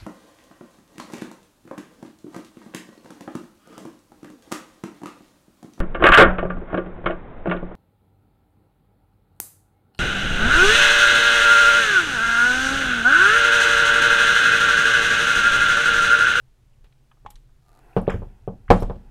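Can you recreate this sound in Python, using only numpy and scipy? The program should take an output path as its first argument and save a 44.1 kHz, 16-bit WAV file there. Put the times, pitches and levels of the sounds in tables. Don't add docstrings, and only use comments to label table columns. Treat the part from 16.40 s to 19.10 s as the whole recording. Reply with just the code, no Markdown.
import sys
import numpy as np
from scipy import signal
from scipy.fft import rfft, irfft
from scipy.io import wavfile
from scipy.ndimage import uniform_filter1d

SR = 44100
rng = np.random.default_rng(int(sys.argv[2]) if len(sys.argv) > 2 else 0)


def to_wav(sig):
    pcm = np.clip(np.atleast_2d(sig), -1, 1) * 32767
    pcm = np.round(pcm).astype(np.int16)
    wavfile.write(sys.argv[1], SR, pcm.T)


def volts(x):
    e = np.asarray(x, float) / 20
    return 10 ** e


N = 119070
T = np.arange(N) / SR
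WAVER_DB = 2.5
GRAIN_DB = 2.2


def unit(x):
    return x / np.sqrt(np.mean(x ** 2))


def band(x, hz, width_hz):
    hz = min(hz, .45 * SR)
    return signal.lfilter(*signal.iirpeak(hz, hz / width_hz, fs=SR), x)


def double_band(x, hz, width_hz):
    return band(band(x, hz, width_hz), hz, width_hz)


def steep(x, hz, width_hz):
    low_hz = max(hz - width_hz / 2, hz / 3)
    high_hz = min(hz + width_hz / 2, .45 * SR)
    return signal.sosfilt(signal.butter(5, [low_hz, high_hz], "band", fs=SR, output="sos"), x)


def walk(rate):
    size = int(SR / rate)
    once = uniform_filter1d(rng.standard_normal(N), size)
    return unit(uniform_filter1d(once, size))


def curve(rows, column=1):
    rows = np.array(rows)
    return np.interp(T, rows[:, 0], rows[:, column])


def fade(start_s, t60):
    age = np.maximum(T - start_s, 0)
    attack = 1 - np.exp(-age / .0004)
    return attack * np.exp(-np.log(1000) * age / t60)


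def push(start_s, level_db, push_ms):
    u = np.clip((T - start_s) * 1000 / push_ms, 0, 1)
    shape = np.sin(np.pi * u) ** 2
    return volts(level_db) * shape / shape.sum()


def directed_pushes(rows):
    return sum(np.sign(way) * push(s, db, ms) for s, db, ms, way in rows)


def mode(force, hz, t60):
    pole = np.exp(2j * np.pi * hz / SR - np.log(1000) / (t60 * SR))
    return signal.lfilter([0, pole.imag], [1, -2 * pole.real, abs(pole) ** 2], force)


def ring(force, modes, waver_db=0., share=0.):
    spread_turns = 0.59
    out = np.zeros(N)
    for hz, db, t60 in modes:
        early_t60 = 1 / (1 / t60 + hz / spread_turns / np.log(1000))
        early = mode(force, hz, early_t60)
        level = volts(db + waver_db * walk(49))
        out += level * (mode(force, hz, t60) - min(share, .95) * early)
    return out


def diffuse(x, bands, late_s):
    noise = rng.standard_normal(N)
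    tail = sum(volts(db) * unit(double_band(noise, hz, hz)) * fade(late_s, t60) for hz, t60, db in bands)
    return signal.fftconvolve(x, tail[:SR])[:N]


# pitch_hz [Hz], density_db [dB per Hz]
AIR_SPECTRUM = [(12, -4.5), (28, -4), (90, -24.5), (131, -13.5), (190, -31.5), (349, -30.5), (534, -36),
                (1100, -42), (16000, -53)]
# pitch_hz [Hz], width_hz [Hz], level_db [dB]
FAN_HUM = [(126, 20, -65), (234.8, 16, -78)]


def air():
    hz = np.maximum(np.fft.rfftfreq(N, 1 / SR), 12)
    corner_hz, density_db = np.array(AIR_SPECTRUM).T
    shape = volts(np.interp(np.log(hz), np.log(corner_hz), density_db))
    tone = volts(-55.5) * unit(irfft(rfft(rng.standard_normal(N)) * shape, N))
    lows = signal.sosfilt(signal.butter(2, 170, fs=SR, output="sos"), tone)
    lumps = volts(-1.5 * walk(10) + 4.0) - 1
    hum = np.zeros(N)
    for pitch_hz, width_hz, level_db in FAN_HUM:
        narrow = unit(double_band(rng.standard_normal(N), pitch_hz, width_hz))
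        hum += volts(level_db + 1.6 * walk(12.97)) * narrow
    return tone + lumps * lows + hum


# pitch_hz [Hz], t60_s [s], level_db [dB]
ROOM_BANDS = [(195.7, 0.65, -3.5), (500, 0.37, -26), (1000, 0.27, 6.5), (2000, 0.07, 14), (4000, 0.64, 6.5),
              (8000, 0.38, 17), (12850, 0.36, -3)]


def room(x):
    room_db = -19
    return volts(room_db - 45) * diffuse(x, ROOM_BANDS, 0.00071)


# pitch_hz [Hz], level_db [dB], t60_s [s]
FRAME_MODES = [(33, -1, .42), (50, -14, .2)]
# start_s [s], level_db [dB], push_ms [ms], direction [+1 or -1]
FRAME_PUSHES = [(0.851, -38.5, 2.8, 1), (.935, -29.5, 30, 1), (1.44, -47, 18, 1), (1.568, -22.5, 9.7, 1),
                (1.681, -21, 14, 1), (1.742, -27.5, 5.7, 1), (1.802, -32, 9.3, 1), (1.871, -47.5, 15, 1),
                (2.077, -35, 8.4, 1), (2.22, -39.5, 20, 1), (2.287, -29, 3.5, 1), (2.3, -10, 6.4, -1),
                (2.421, -16.5, 13.5, -1), (2.496, -39.5, 3.6, 1), (2.542, -38, 22, 1), (2.639, -36, 27, 1)]


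def frame():
    return ring(directed_pushes(FRAME_PUSHES), FRAME_MODES)


# pitch_hz [Hz], level_db [dB], t60_s [s]
BEAM_MODES = [(64.3, -14, 0.48), (89, 3, .15), (106, -0.5, 0.3)]
# start_s [s], level_db [dB], push_ms [ms], direction [+1 or -1]
BEAM_PUSHES = [(0.851, -48, 1.9, 1), (1.567, -24, 6.8, 1), (1.681, -32.5, 9.9, 1), (1.742, -21.5, 4.9, 1),
               (1.821, -32.5, 4.6, 1), (1.93, -50.5, 5.1, 1), (2.019, -47, 6.6, 1), (2.079, -33.5, 4.3, 1),
               (2.2, -50, 5.5, 1), (2.291, -27, 4.77, 1), (2.304, -13, 6, -1), (2.423, -23, 5.9, -1),
               (2.498, -29, 6.5, 1), (2.559, -36, 6.2, 1)]


def beams():
    return ring(directed_pushes(BEAM_PUSHES), BEAM_MODES)


# start_s [s], slip_rate [slips per s], level_db [dB]
CREAK_COURSE = [
    (1.24, 110, -71),
    (1.27, 120, -61.5),
    (1.31, 77, -59.5),
    (1.35, 99, -57.5),
    (1.39, 62, -53.5),
    (1.43, 99, -93),
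]
# pitch_hz [Hz], width_hz [Hz], level_db [dB]
CREAK_RESONANCES = [(770, 160, 7.5), (1200, 41, 5), (4100, 1000, -1), (6850, 1200, -8), (10000, 4000, 0.5)]
# start_s [s], level_db [dB]
SLIDE_COURSE = [(1.24, -84.5), (1.30, -68), (1.40, -59.5), (1.48, -57.5), (1.56, -57), (1.9, -64),
                (2.1, -71.5), (2.7, -65)]
# pitch_hz [Hz], width_hz [Hz], level_db [dB]
SLIDE_RESONANCES = [(400, 540, 0), (732, 410, -1), (1340, 550, -5.5), (1870, 140, -17.5),
                    (2600, 250, -13.5), (11500, 15000, -13.5)]


def sling():
    slip_rate = curve(CREAK_COURSE) * (1 + 0.24 * walk(49))
    phase = np.cumsum(slip_rate) / SR
    slips = np.diff(np.floor(phase), prepend=0) * volts(2.4 * walk(90))
    slips = slips * (T > 1.22) * (T < 1.44)
    creak = np.zeros(N)
    for hz, width_hz, db in CREAK_RESONANCES:
        creak += volts(db) * np.sqrt(SR / width_hz) * band(slips, hz, width_hz) / 8
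    creak = volts(curve(CREAK_COURSE, column=2)) * 15 * creak
    noise = rng.standard_normal(N) * volts(0.87 * walk(70))
    rub = sum(volts(db) * unit(double_band(noise, hz, 0.79 * w)) for hz, w, db in SLIDE_RESONANCES)
    return creak + volts(curve(SLIDE_COURSE)) * unit(rub)


# start_s [s], level_db [dB], pitch_hz [Hz], width_hz
# [Hz], t60_s [s]
FITTING_RATTLES = [(0.1792, -59.5, 1000, 500, 0.024), (0.332, -65.5, 2740, 555.6, 0.053),
                   (0.4415, -59.5, 2350, 3550, 0.11), (0.5242, -61, 2700, 2900, .03),
                   (0.713, -55, 1200, 905, 0.072), (0.7145, -57.5, 2750, 1200, 0.032),
                   (0.771, -63.5, 890, 890, 0.063), (0.8612, -52, 2723, 1910, 0.089),
                   (0.8613, -57, 5990, 4000, 0.021), (0.9025, -43, 12300, 4200, 0.048),
                   (0.9028, -56, 1100, 885, 0.068), (0.9025, -57.5, 2900, 2520, 0.1),
                   (0.9036, -41, 7950, 2700, 0.019), (0.904, -50.5, 4850, 3240, 0.037),
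                   (0.9553, -54.5, 8400, 3060, 0.032), (0.9563, -62.5, 1300, 900, 0.06),
                   (0.9562, -46.5, 3800, 1300, 0.025), (.9565, -46, 5750, 1500, 0.021),
                   (0.959, -62, 3130, 3000, 0.096), (1.0908, -66, 1200, 972, 0.046),
                   (1.5286, -55, 2500, 500, 0.042),
                   (1.5644, -40, 2490, 1810, 0.13), (1.565, -59, 4580, 2200, 0.26),
                (1.569, -56, 8450, 6500, 0.081), (1.616, -47.5, 10200, 5000, 0.015),
                (1.627, -55.5, 8000, 8000, 0.018), (1.668, -40, 1500, 2200, 0.049),
                (1.674, -47, 2000, 3000, 0.032), (1.679, -43.5, 2400, 2100, 0.14),
                (1.6966, -26.5, 1133, 1410, 0.17), (1.6965, -41, 2650, 1500, 0.19),
                (1.6975, -52.5, 8900, 5020, 0.04), (1.701, -46, 7700, 1600, 0.027),
                (1.7015, -51, 5260, 1200, 0.05), (1.706, -59.5, 5960, 4000, 0.3),
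                (1.707, -67, 11200, 5000, 0.47), (2.075, -60.5, 2540, 1500, 0.1),
                (2.2811, -41, 1500, 1104, 0.048), (2.283, -53, 2520, 1200, 0.047),
                (2.3051, -46.5, 5450, 6030, 0.37), (2.304, -48, 11500, 7000, 0.17),
                (2.349, -52, 9000, 8950, 0.022), (2.3712, -51.5, 9700, 5970, 0.021),
                (2.399, -58.5, 5380, 400, 0.21), (2.4035, -53.5, 12240, 5460, 0.072),
                (2.429, -55, 5770, 7160, 0.031), (2.497, -54, 2470, 2520, 0.077),
                (2.558, -62, 2830, 3000, .05)]
# start_s [s], level_db [dB]
SWIVEL_CHINKS = [(2.3715, -48.5), (2.4041, -41.5), (2.414, -48)]
# pitch_hz [Hz], level_db [dB], t60_s [s]
SWIVEL_MODES = [(10450, -2, 0.047), (12600, 4, .035), (9420, -14, 0.065), (7600, -21, 0.025),
                (4100, -14, 0.033), (14200, -8, .04)]
# pitch_hz [Hz], level_db [dB], t60_s [s]
BOLT_TAP_MODES = [(870, 1, 0.033), (835, -12, 0.16), (1066, 11.5, 0.017), (1240, -16, 0.013),
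                  (1470, -8, 0.014), (1640, -14, 0.025), (700, -36, 0.015)]


def ticks():
    noise = rng.standard_normal(N) * volts(GRAIN_DB * walk(300))
    rattles = np.zeros(N)
    for start_s, db, hz, width_hz, t60 in FITTING_RATTLES:
        rattles += volts(db) * unit(steep(noise, hz, width_hz)) * fade(start_s, t60)
    swivel_force = sum(push(s, db, 0.1) for s, db in SWIVEL_CHINKS)
    chinks = ring(swivel_force, SWIVEL_MODES, 3.0)
    tap = ring(push(.8615, -33, 0.58), BOLT_TAP_MODES, WAVER_DB)
    return rattles + chinks + steep(tap, 1465, 1510)


# pitch_hz [Hz], level_db [dB], t60_s [s]
TOP_MODES = [(142.6, -4, 0.062), (186.7, 2, 0.14), (224.5, -8.5, 0.25), (418, 9, 0.037), (461.7, 2.5, 0.11),
             (541, -3, 0.024), (558, 5, 0.058), (711, -1, 0.046), (624, -1.5, 0.029), (880, -9.5, 0.033),
             (1154, 2, 0.019), (1500, -12.5, 0.075), (2900, -22.5, .03)]
# pitch_hz [Hz], level_db [dB], t60_s [s]
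STOCK_MODES = [(182.5, 1.5, 0.23), (279, -2.5, 0.16), (361.8, 1, 0.18), (477, 5, 0.14), (565.8, 8.5, 0.074),
               (703, -19, 0.26), (722.3, 4.5, 0.087), (788, 6, 0.069), (882.5, 5, 0.07), (995, 4.5, 0.061),
               (1150, -8.5, 0.079), (1300, -14.5, 0.19), (1600, -5, 0.074), (2314, -19, 0.023)]
# pitch_hz [Hz], t60_s [s], level_db [dB]
BOARD_BANDS = [(210, 0.27, -10.5), (486, 0.18, -7), (820, 0.053, -7), (1320, 0.05, -27), (2200, 0.034, -37),
               (3460, 0.043, -38)]
# start_s [s], table_db [dB], stock_db [dB], contact_ms [ms], crack_db [dB]
BLOWS = [(0.443, -67.5, -79, 0.59, -60), (0.8501, -60.5, -57.5, 0.56, -69),
         (1.5657, -16.5, -34.5, 0.7, -45.5), (1.6781, -19, -35, 1.05, -74), (1.743, -29.5, -32, 2.33, -82),
         (1.82, -42, -49, 0.74, -73), (2.0765, -25.5, -67, 1.07, -67), (2.3037, -24.5, -11, 0.13, -25.5),
         (2.4226, -31, -37.5, 0.68, -38), (2.4982, -35.5, -37, 0.7, -61), (2.555, -49, -50, 2.06, -68)]


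def knocks():
    crack_t60_s, crack_hz = 0.05, 1500
    spread_share = 0.65
    top = sum(push(s, db, ms) for s, db, _, ms, _ in BLOWS)
    stock = sum(push(s, db, ms) for s, _, db, ms, _ in BLOWS)
    pole = np.exp(-2 * np.pi * crack_hz / SR)
    grit = unit(signal.lfilter([1], [1, -pole], rng.standard_normal(N)))
    grit = signal.sosfilt(signal.butter(2, 900, "high", fs=SR, output="sos"), grit)
    grit = grit * volts(GRAIN_DB * walk(600))
    crack = grit * sum(volts(db) * fade(s, crack_t60_s) for s, _, _, _, db in BLOWS)
    boards = diffuse(top + volts(6.0) * stock, BOARD_BANDS, 0.0036)
    top_ring = ring(top, TOP_MODES, WAVER_DB, spread_share)
    stock_ring = ring(stock, STOCK_MODES, WAVER_DB, spread_share)
    return top_ring + stock_ring + boards + crack


def scene():
    near = knocks() + ticks() + sling()
    return (near + room(near) + frame() + beams() + air())[None]


def roll_off(x):
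    return signal.sosfilt(signal.butter(12, 16360, fs=SR, output="sos"), x)


def record(dry):
    low_hz, top_hz = 18, 15500
    x = signal.sosfilt(signal.butter(1, low_hz, "high", fs=SR, output="sos"), dry)
    x = x / (1 + np.abs(x) ** 8) ** (1 / 8)
    x = signal.lfilter([1, .5], [1.5], x)
    x = signal.sosfilt(signal.ellip(6, .1, 50, top_hz, fs=SR, output="sos"), x)
    return roll_off(x)


dry = scene()
out = record(dry)
to_wav(out)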